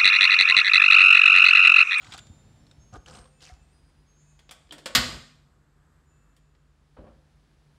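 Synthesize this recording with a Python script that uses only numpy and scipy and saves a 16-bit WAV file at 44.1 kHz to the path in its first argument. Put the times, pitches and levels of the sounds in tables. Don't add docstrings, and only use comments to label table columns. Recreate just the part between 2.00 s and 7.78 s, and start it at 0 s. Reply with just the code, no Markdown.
import sys
import numpy as np
from scipy import signal
from scipy.fft import rfft, irfft
from scipy.io import wavfile
from scipy.ndimage import uniform_filter1d

SR = 44100
rng = np.random.default_rng(int(sys.argv[2]) if len(sys.argv) > 2 else 0)


def dump(signal):
    limited = np.clip(np.atleast_2d(signal).T, -1, 1)
    pcm = np.round(limited * 32767).astype(np.int16)
    wavfile.write(sys.argv[1], SR, pcm)


N = 254877
T = np.arange(N) / SR


def undb(db):
    return 10 ** (np.asarray(db) / 20)


def unit(x):
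    return x / np.sqrt(np.mean(x ** 2) + 1e-20)


def noise(size=N):
    return rng.standard_normal(size)


def gains(table):
    s, *columns = np.transpose(table)
    inside = (T >= s[0]) * (T <= s[-1])
    return [undb(np.interp(T, s, column)) * inside for column in columns]


def colour(x, points):
    hz, db = np.transpose(points)
    f = np.maximum(np.fft.rfftfreq(len(x), 1 / SR), 1)
    curve = undb(np.interp(np.log(f), np.log(hz), db))
    return unit(irfft(rfft(x) * curve, len(x)))


def resonate(x, peaks):
    out = 0
    for hz, width, db in peaks:
        sharpness = max(hz / width, 1)
        out = out + undb(db) * signal.lfilter(*signal.iirpeak(hz, sharpness, SR), x)
    return unit(out)


def fade(t, t60):
    return np.exp(-np.log(1000) * t / t60)


def blow(t, t60, contact_s):
    return fade(t, t60) * (1 - np.exp(-t / contact_s))


def swell(start, rise_s, end, sag_db_per_s, t60):
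    held = np.clip(T, start, end) - start
    rise = np.clip((T - start) / rise_s, 0, 1)
    return rise * undb(-sag_db_per_s * held) * fade(np.maximum(T - end, 0), t60)


def walk(rate):
    k = int(SR / rate)
    steps = np.interp(np.arange(N) / k, np.arange(4096), noise(size=4096))
    return unit(uniform_filter1d(steps, k))


def add(out, s, x):
    i = max(int(s * SR), 0)
    out[i:i + len(x)] += x[:max(N - i, 0)]


def bubble(hz, cycles, glide=0.04):
    u = np.arange(int(SR * cycles / hz) + 2) * hz / SR / cycles
    return np.sin(2 * np.pi * cycles * u * (1 + glide * u)) * fade(u, 1)


def thump(hz, t60, rise_s=0.0037):
    t = T[:SR // 2]
    return 2 * np.sin(2 * np.pi * hz * t) * blow(t, t60, rise_s)


# pitch_hz, level_db
KITCHEN = [(15, -32.5), (25, -8), (55, 2), (116, -8), (152, 1), (173, -9.5), (246, -10.5), (523, -20),
           (567, -24.5), (1710, -24), (2300, -30.5), (5010, -34.5), (6050, -40), (6550, -37.5),
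           (15500, -57)]
# pitch_hz, level_db
HUM = [(48.5, -68.5), (73, -70.5), (148, -67)]
# time_s, level_db
AIR = [(0, -66), (1.3, -72.5), (2.4, -74), (3.3, -90), (4.4, -84.5), (4.95, -74.5), (5.78, -73)]


def background(floor_db=-65, wander_db=1, hum_waver_db=2):
    floor = colour(noise(), KITCHEN) * undb(floor_db + wander_db * walk(2.5))
    hum = np.zeros(N)
    for hz, db in HUM:
        level = np.sqrt(2) * undb(db + hum_waver_db * walk(16))
        hum += level * np.sin(2 * np.pi * hz * T + .5 * walk(6))
    air = colour(noise(), [(200, -8.0), (600, 5.5), (2000, -2), (4500, -4.5), (7000, -10.5),
                           (10500, -12.5), (13000, -24.0)])
    return floor + hum + air * gains(AIR)[0]


# start_s, pitch_hz, level_db, length_s
TONES = [(-.1, 6970, -64, 0.59), (.15, 7250, -65.5, 1), (0.195, 3670, -73.5, 0.65),
         (0.585, 5389, -74.5, 0.54), (.77, 6466, -68, 0.31), (1.091, 8562, -65.5, 0.31),
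         (1.29, 7030, -73.5, .14), (1.304, 2630, -75, .65), (1.499, 7150, -80, 0.24),
         (1.6, 8340, -78.5, 0.36), (1.696, 9417, -79, .45), (1.71, 4920, -76.5, 0.54),
         (2.053, 6468, -69.5, 0.53), (2.152, 7080, -72.5, 0.73), (2.2, 2560, -82, 0.28),
         (2.197, 8530, -81, .18), (4.042, 7050, -77, 0.77), (4.086, 2652, -82.5, 0.58)]
TONE_RISE_S, TONE_FADE_DB_PER_S, TONE_RELEASE_S = 0.055, 31, 0.027


def tones(waver_db=2.2, waver_hz=6):
    out = np.zeros(N)
    waver = undb(waver_db * walk(35))
    drift = np.cumsum(waver_hz * walk(40)) / SR
    for s, hz, db, length in TONES:
        on = (T > s) & (T < s + length)
        t = T[on] - s
        rise = np.minimum(t / TONE_RISE_S, 1)
        sink = undb(db - TONE_FADE_DB_PER_S * np.maximum(t - TONE_RISE_S, 0))
        release = np.minimum((length - t) / TONE_RELEASE_S, 1)
        whistle = np.sqrt(2) * np.sin(2 * np.pi * (hz * t + drift[on]))
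        out[on] += rise * sink * release * whistle
    return out * waver


# pitch_hz, level_db
SPLASH_COLOUR = [(180, -25), (300, -3.5), (444, -25), (750, -11.5), (1080, -9.5), (1440, -1), (1790, -9),
                 (3610, -3), (6000, -11), (8050, -8.5), (8880, -19.5), (15000, -40)]
# time_s, level_db, bubble_start_pitch_hz
DROPS = [(.046, -49.5, 2200), (0.069, -54, 1390), (.122, -38.5, 3470), (0.126, -42, 2330),
         (.132, -51, 1410), (.137, -37, 3980), (.144, -40.5, 3500), (.146, -44.5, 760),
         (0.1777, -43.5, 4640), (.179, -44, 10200), (.182, -45, 1430), (.190, -42, 3460),
         (0.269, -54.5, 5600), (0.6673, -58, 4100), (0.7122, -53, 3680), (1.061, -46.5, 2980),
         (1.079, -50.5, 1670), (1.152, -46, 5030), (1.255, -56.5, 1063), (1.406, -56, 3280)]
# pitch_hz, level_db
HEAVE_COLOUR = [(24, -36), (40, -3), (65, -3.5), (97, 1), (172, -5.5), (226, -9), (434, -20.5),
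                (900, -26.5), (1170, -49), (1980, -120)]
STREAM_DB, STREAM_RISE_S, STREAM_GROWTH_DB_PER_S, STREAM_STOP_S, STREAM_T60_S = -55.5, 0.023, 36, .155, .24
HEAVE_DB, HEAVE_RISE_S, HEAVE_SAG_DB_PER_S, HEAVE_STOP_S, HEAVE_T60_S = -55, 0.071, 6, 1.19, 0.45


def pour(slap_t60=0.035, contact_s=0.00049, bubble_cycles=48, bubble_db=4, grain_cycles=22,
         spread_db=5, spray_db=-8):
    fizz, drops = np.zeros(N), np.zeros(N)
    span = STREAM_STOP_S + STREAM_T60_S
    for when, pitch, chance in rng.random((520, 3)):
        level = undb(spread_db * min(-np.log(chance), 2))
        add(fizz, when * span, level * bubble(700 * 14 ** pitch, grain_cycles))
    fizz = colour(fizz, SPLASH_COLOUR) * np.sqrt(span / T[-1])
    spray = colour(noise(), SPLASH_COLOUR)
    t = T[:4096]
    for s, db, hz in DROPS:
        slap = colour(noise(len(t)), SPLASH_COLOUR) * blow(t, slap_t60, contact_s)
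        add(drops, s, undb(db) * slap)
        add(drops, s, undb(db + bubble_db) * bubble(hz, bubble_cycles))
    flow = undb(STREAM_DB) * swell(0, STREAM_RISE_S, STREAM_STOP_S, -STREAM_GROWTH_DB_PER_S, STREAM_T60_S)
    heave = colour(noise(), HEAVE_COLOUR) * undb(HEAVE_DB)
    heave *= swell(0, HEAVE_RISE_S, HEAVE_STOP_S, HEAVE_SAG_DB_PER_S, HEAVE_T60_S)
    return (fizz + undb(spray_db) * spray) * flow + drops + heave


# time_s, level_db, pitch_hz
GULPS = [(0.197, -41.5, 105), (0.298, -38, 85), (.3, -37.5, 222), (.781, -47, 64.5), (.927, -37, 111),
         (0.969, -40, 57), (1.194, -42.5, 58.3), (1.518, -39.5, 60.4), (1.611, -49, 64.4)]
GULP_CYCLES = 5.6


def gulps():
    out = np.zeros(N)
    for s, db, hz in GULPS:
        add(out, s, undb(db) * thump(hz, GULP_CYCLES / hz))
    return out


# pitch_hz, width_hz, level_db
SWISH_BODY = [(515, 41, 10.5), (750, 62, 8.5), (1220, 40, 7), (1380, 23, -10)]
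# pitch_hz, level_db
SWISH_HISS = [(880, -10.5), (1500, -3.5), (2830, -3), (3210, -1), (3540, -6), (5150, -1), (8830, -9),
              (15000, -32)]
# start_s, rise_s, end_s, hollow_body_db, hiss_db, t60_s
SWISHES = [(.924, 0.024, .968, -44.5, -58, 0.043), (1.068, 0.011, 1.194, -51.5, -57.5, 0.35),
           (1.395, 0.036, 1.486, -67.5, -56, 0.32)]
SWISH_SAG_DB_PER_S = 29.5
SWOOP_START_S, SWOOP_END_S, SWOOP_FROM_HZ, SWOOP_OCTAVES_PER_S, SWOOP_DB = 1.415, 1.498, 5200, 18, -59.5
PLOP_HZ, PLOP_DB, PLOP_CYCLES = 728, -48, 78


def swishes(grain_db=4, flutter_db=-1.8, wash_db=2, bubbles_db=-2, bubble_cycles=20):
    grain_levels = np.repeat(noise(N // 16 + 1), 16)[:N]
    grains = noise() * undb(grain_db * grain_levels + flutter_db * walk(180))
    bubbles = np.zeros(N)
    first_s = SWISHES[0][0]
    span = SWOOP_END_S - first_s
    for when, pitch, size in rng.random((500, 3)):
        hz = 400 * 22 ** pitch
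        add(bubbles, first_s + when * span, size * hz * bubble(hz, bubble_cycles))
    grains = unit(grains) + undb(bubbles_db) * unit(bubbles) * np.sqrt(span / T[-1])
    wash = colour(grains, [(150, 14.5), (450, -1.5), (900, -0.5), (1600, 2.0), (2000, -35), (5000, -56)])
    hollow = resonate(grains, SWISH_BODY)
    hollow = colour(hollow, [(150, 18.5), (450, 0), (1600, -9), (2300, -25), (6000, -22)])
    body = unit(hollow + undb(wash_db) * wash)
    hiss = colour(grains, SWISH_HISS)
    out = np.zeros(N)
    for start, rise, end, body_db, hiss_db, t60 in SWISHES:
        swish = undb(body_db) * body + undb(hiss_db) * hiss
        out += swish * swell(start, rise, end, SWISH_SAG_DB_PER_S, t60)
    return out


def swoop(width=.26, rise_s=0.017, t60=.35):
    octaves = SWOOP_OCTAVES_PER_S * np.maximum(T - SWOOP_START_S, 0)
    hz = np.maximum(SWOOP_FROM_HZ * 2 ** -octaves, PLOP_HZ)
    cycles = np.cumsum(hz) / SR
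    wander = np.interp(cycles * 2 * width, np.arange(N), noise())
    out = undb(SWOOP_DB) * unit(wander * np.sin(2 * np.pi * cycles))
    out *= swell(SWOOP_START_S, rise_s, SWOOP_END_S, 0, t60)
    add(out, SWOOP_END_S, undb(PLOP_DB) * bubble(PLOP_HZ, PLOP_CYCLES))
    return out


# pitch_hz, level_db, t60_s
STOVE_MODES = [(250.5, -18, 0.67), (1004, -15, 0.35), (1240, -8.5, 0.1), (1452, -13.5, 0.25),
               (1550, -10.5, 0.37), (1826, -9, .34), (2023, -10.5, 0.32), (2247, -13.5, 0.14),
               (2430, -21.5, 0.68), (2870, -11.5, 0.2), (3240, -14, 0.17), (3223, -12.5, .28),
               (3726, -14, 0.17), (4020, -16, 0.14), (4080, -11.5, .36), (4290, -9.5, 0.34),
               (4300, -15.5, .5), (4947, -12, .32), (5170, -20.5, .26), (5350, -19, .28), (5650, -18.5, .2),
               (7106, -26.5, .48), (7892, -28, .37), (9287, -31, 0.53)]


def metal_ring():
    t, out = T[:SR], 0
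    for hz, db, t60 in STOVE_MODES:
        wobble = .2 * np.interp(40 * t, np.arange(41), noise(41))
        ring = np.sin(2 * np.pi * (hz * t + rng.random() + wobble))
        out = out + undb(db) * ring * fade(t, t60)
    return out


# pitch_hz, level_db
CLICK_COLOUR = [(88, -37), (150, -5), (352, -13), (618, 0.5), (860, -9), (1000, -3), (1450, -6), (1910, -3),
                (2060, -5.5), (2230, -5.5), (3100, -11.5), (4930, -8), (6230, -16.5), (7560, -12),
                (15500, -34)]
# time_s, level_db, rattle_compared_to_ping_db
PAWL_TICKS = [(2.3916, -60, -10), (2.4923, -48, 3), (2.6694, -66, 1.5), (2.692, -58.5, -0.5),
              (2.7087, -35.5, -15), (2.9485, -41, -1.5), (4.55, -70.5, 7)]
# time_s, level_db, treble_db
CATCHES = [(2.3911, -57, 0), (2.510, -42, 7.5), (2.7226, -40, 4), (2.7812, -47.5, 2), (2.858, -29.5, 0.5),
           (4.365, -63, 9)]
PAWL_HZ, PAWL_T60_S, CATCH_T60_S = 3300, .035, .1


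def knob(ring_db=-29, bass_db=-1, catch_ping_db=-5, tick_treble_db=-12, ping_width_hz=700, contact_s=0.00026):
    out, t = np.zeros(N), T[:16384]
    pawl = [(PAWL_HZ, ping_width_hz, 0)]

    def ping():
        return resonate(resonate(noise(len(t)), pawl), pawl)

    def rattle(treble_db):
        click = colour(noise(len(t)), CLICK_COLOUR)
        return colour(click, [(900, bass_db), (2800, 0.00087), (5000, 0), (11000, treble_db)])

    for s, db, rattle_db in PAWL_TICKS:
        tick = ping() + undb(rattle_db) * rattle(tick_treble_db)
        add(out, s, undb(db) * tick * blow(t, PAWL_T60_S, contact_s))
    for s, db, treble_db in CATCHES:
        clack = rattle(treble_db) + undb(catch_ping_db) * ping()
        add(out, s, undb(db) * clack * blow(t, CATCH_T60_S, contact_s))
        add(out, s, undb(db + ring_db) * metal_ring())
    return out


# pitch_hz, width_hz, level_db (passed through twice)
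VALVE_BODY = [(305, 90, 0), (464, 140, -4)]
VALVE_START_S, VALVE_RISE_S, VALVE_END_S, VALVE_T60_S, VALVE_DB = 2.665, .07, 2.81, .1, -56


def valve():
    groan = resonate(resonate(noise(), VALVE_BODY), VALVE_BODY)
    return undb(VALVE_DB) * groan * swell(VALVE_START_S, VALVE_RISE_S, VALVE_END_S, 0, VALVE_T60_S)


# time_s, level_db, t60_s
SNAPS = [(2.9506, -10, 0.06), (2.9534, -13.5, 0.14), (2.9632, -25, 0.33)]
# pitch_hz, level_db
SNAP_COLOUR = [(60, -18), (120, -13.5), (260, -8), (400, -14), (800, -12), (1250, -6.5), (2200, -3.5),
               (3200, -4), (4900, -3), (5800, -10), (7500, -9), (9000, -21.5), (11000, -17.5), (13500, -13),
               (15500, -32)]
# pitch_hz, width_hz, level_db
SNAP_PEAKS = [(520, 40, -15.5), (690, 140, -8.5), (971, 40, -4.5), (1237, 65, -3), (1570, 90, -0.5),
              (1840, 60, -1), (1920, 178.1, -1), (2624, 350, -5.5), (3140, 220, 5), (3800, 360, -1.5),
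              (4260, 170, -3.5), (4540, 160, 1.5), (6350, 210, -8.5), (7250, 300, -10.5)]


def igniter(ring_db=-22.5, peaks_db=-3, crack_db=-4.0, split_hz=7500, treble_life=0.63):
    out, t = np.zeros(N), T[:16384]
    lowpass = signal.butter(2, split_hz, fs=SR, output="sos")
    for s, db, t60 in SNAPS:
        crack = undb(crack_db) * colour(noise(len(t)), SNAP_COLOUR)
        crack += undb(peaks_db) * resonate(noise(len(t)), SNAP_PEAKS)
        low = signal.sosfiltfilt(lowpass, crack)
        treble = crack - low
        add(out, s, undb(db) * (low * fade(t, t60) + treble * fade(t, t60 * treble_life)))
    add(out, SNAPS[0][0], undb(ring_db) * metal_ring())
    return out


# pitch_hz, level_db
FLARE_COLOUR = [(30, -10.5), (60, 3), (150, 2.5), (260, -5.5), (400, -9.5), (700, -11.5), (1500, -39),
                (5000, -80)]
# pitch_hz, level_db
BURN_COLOUR = [(300, -9), (800, -7.5), (1150, -1), (1700, -4.5), (2300, -17), (5500, -27.5), (7800, -13.5),
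               (9500, -26.5), (12000, -24), (15000, -41)]
LIGHT_S, POP_HZ, POP_DB, POP_T60_S, POP_RISE_S = 2.97, 122, -24, 0.078, .008
FLARE_DB, FLARE_RUSH_DB, FLARE_SAG_DB_PER_S = -43.5, -51, 8
FLARE_RISE_S, FLARE_END_S, FLARE_T60_S = 0.024, 3.162, 0.23
BURN_DB, BURN_RUMBLE_DB, BURN_END_S, BURN_T60_S = -73.5, -65.5, 4.3, 3.3


def burner(flutter_db=2, flicker_db=1, pop_sub_db=-4, rumble_sag_db_per_s=7):
    flare = swell(LIGHT_S, FLARE_RISE_S, FLARE_END_S, FLARE_SAG_DB_PER_S, FLARE_T60_S)
    sinking = swell(LIGHT_S, FLARE_RISE_S, BURN_END_S, rumble_sag_db_per_s, BURN_T60_S)
    steady = swell(LIGHT_S, FLARE_RISE_S, BURN_END_S, 0, BURN_T60_S)
    rumble_level = undb(FLARE_DB) * flare + undb(BURN_RUMBLE_DB) * sinking
    rush_level = undb(FLARE_RUSH_DB) * flare + undb(BURN_DB) * steady
    rumble = colour(noise(), FLARE_COLOUR) * rumble_level * undb(flutter_db * walk(35))
    rush = colour(noise(), BURN_COLOUR) * rush_level * undb(flicker_db * walk(7.9))
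    out = rumble + rush
    pop = thump(POP_HZ, POP_T60_S, POP_RISE_S)
    octave_below = thump(POP_HZ / 2, 2 * POP_T60_S, 2 * POP_RISE_S)
    add(out, LIGHT_S, undb(POP_DB) * (pop + undb(pop_sub_db) * octave_below))
    return out


# time_s, level_db, treble_db
BUMPS = [(4.967, -48.5, 11), (4.985, -44, -5), (5.009, -47, -3), (5.04, -49.5, 3), (5.066, -53, 14)]
# pitch_hz, level_db
BUMP_COLOUR = [(24, -36.5), (40, 1), (65, 2.5), (112, -21), (146, -7.5), (284, -6.5), (347, -14),
               (576, -7.5), (690, -19.5), (1340, -24.5), (2060, -29), (2620, -30.5), (5000, -30),
               (6500, -72), (11000, -120)]
BUMP_T60_S = 0.22


def board(contact_s=0.0013):
    out, t = np.zeros(N), T[:16384]
    for s, db, treble_db in BUMPS:
        thud = colour(noise(len(t)), BUMP_COLOUR)
        thud = colour(thud, [(400, 0.5), (1100, treble_db), (3000, treble_db - 10.5), (7000, -24)])
        add(out, s, undb(db) * thud * blow(t, BUMP_T60_S, contact_s))
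    return out


# pitch_hz, t60_s, level_db
ROOM = [(100, .65, 2), (246, .7, 3), (500, 0.56, 4), (1800, 0.52, 0), (4440, 0.6, -4), (7500, 0.56, -1),
        (9500, 0.71, -8.5), (13490, 0.28, -10)]


def reverb(x, build_s=0.0064):
    t, (hz, t60, db) = T[:SR], np.transpose(ROOM)
    tail = 0
    for centre in 60 * 2 ** (np.arange(17) / 2):
        edges = [centre / 2 ** .25, centre * 2 ** .25]
        sos = signal.butter(3, edges, "band", fs=SR, output="sos")
        band = signal.sosfilt(sos, noise(SR)) * fade(t, np.interp(centre, hz, t60))
        tail = tail + band * undb(np.interp(centre, hz, db))
    tail = tail * (1 - np.exp(-t / build_s))
    return signal.fftconvolve(x, tail / np.sqrt(np.sum(tail ** 2)))[:N]


def scene(water_room_db=-19, stove_room_db=-10, board_room_db=-12):
    water = pour() + swishes() + swoop()
    stove = knob() + valve() + igniter()
    bumps = board()
    room = reverb(undb(water_room_db) * water + undb(stove_room_db) * stove + undb(board_room_db) * bumps)
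    return (water + stove + bumps + room + gulps() + tones() + burner() + background())[None]


TOP_HZ = 15750


def record(dry):
    dry = signal.sosfilt(signal.butter(4, 35, "high", fs=SR, output="sos"), dry)
    return signal.sosfilt(signal.ellip(10, .2, 80, TOP_HZ, fs=SR, output="sos"), dry)


dry = scene()
out = record(dry)
dump(out)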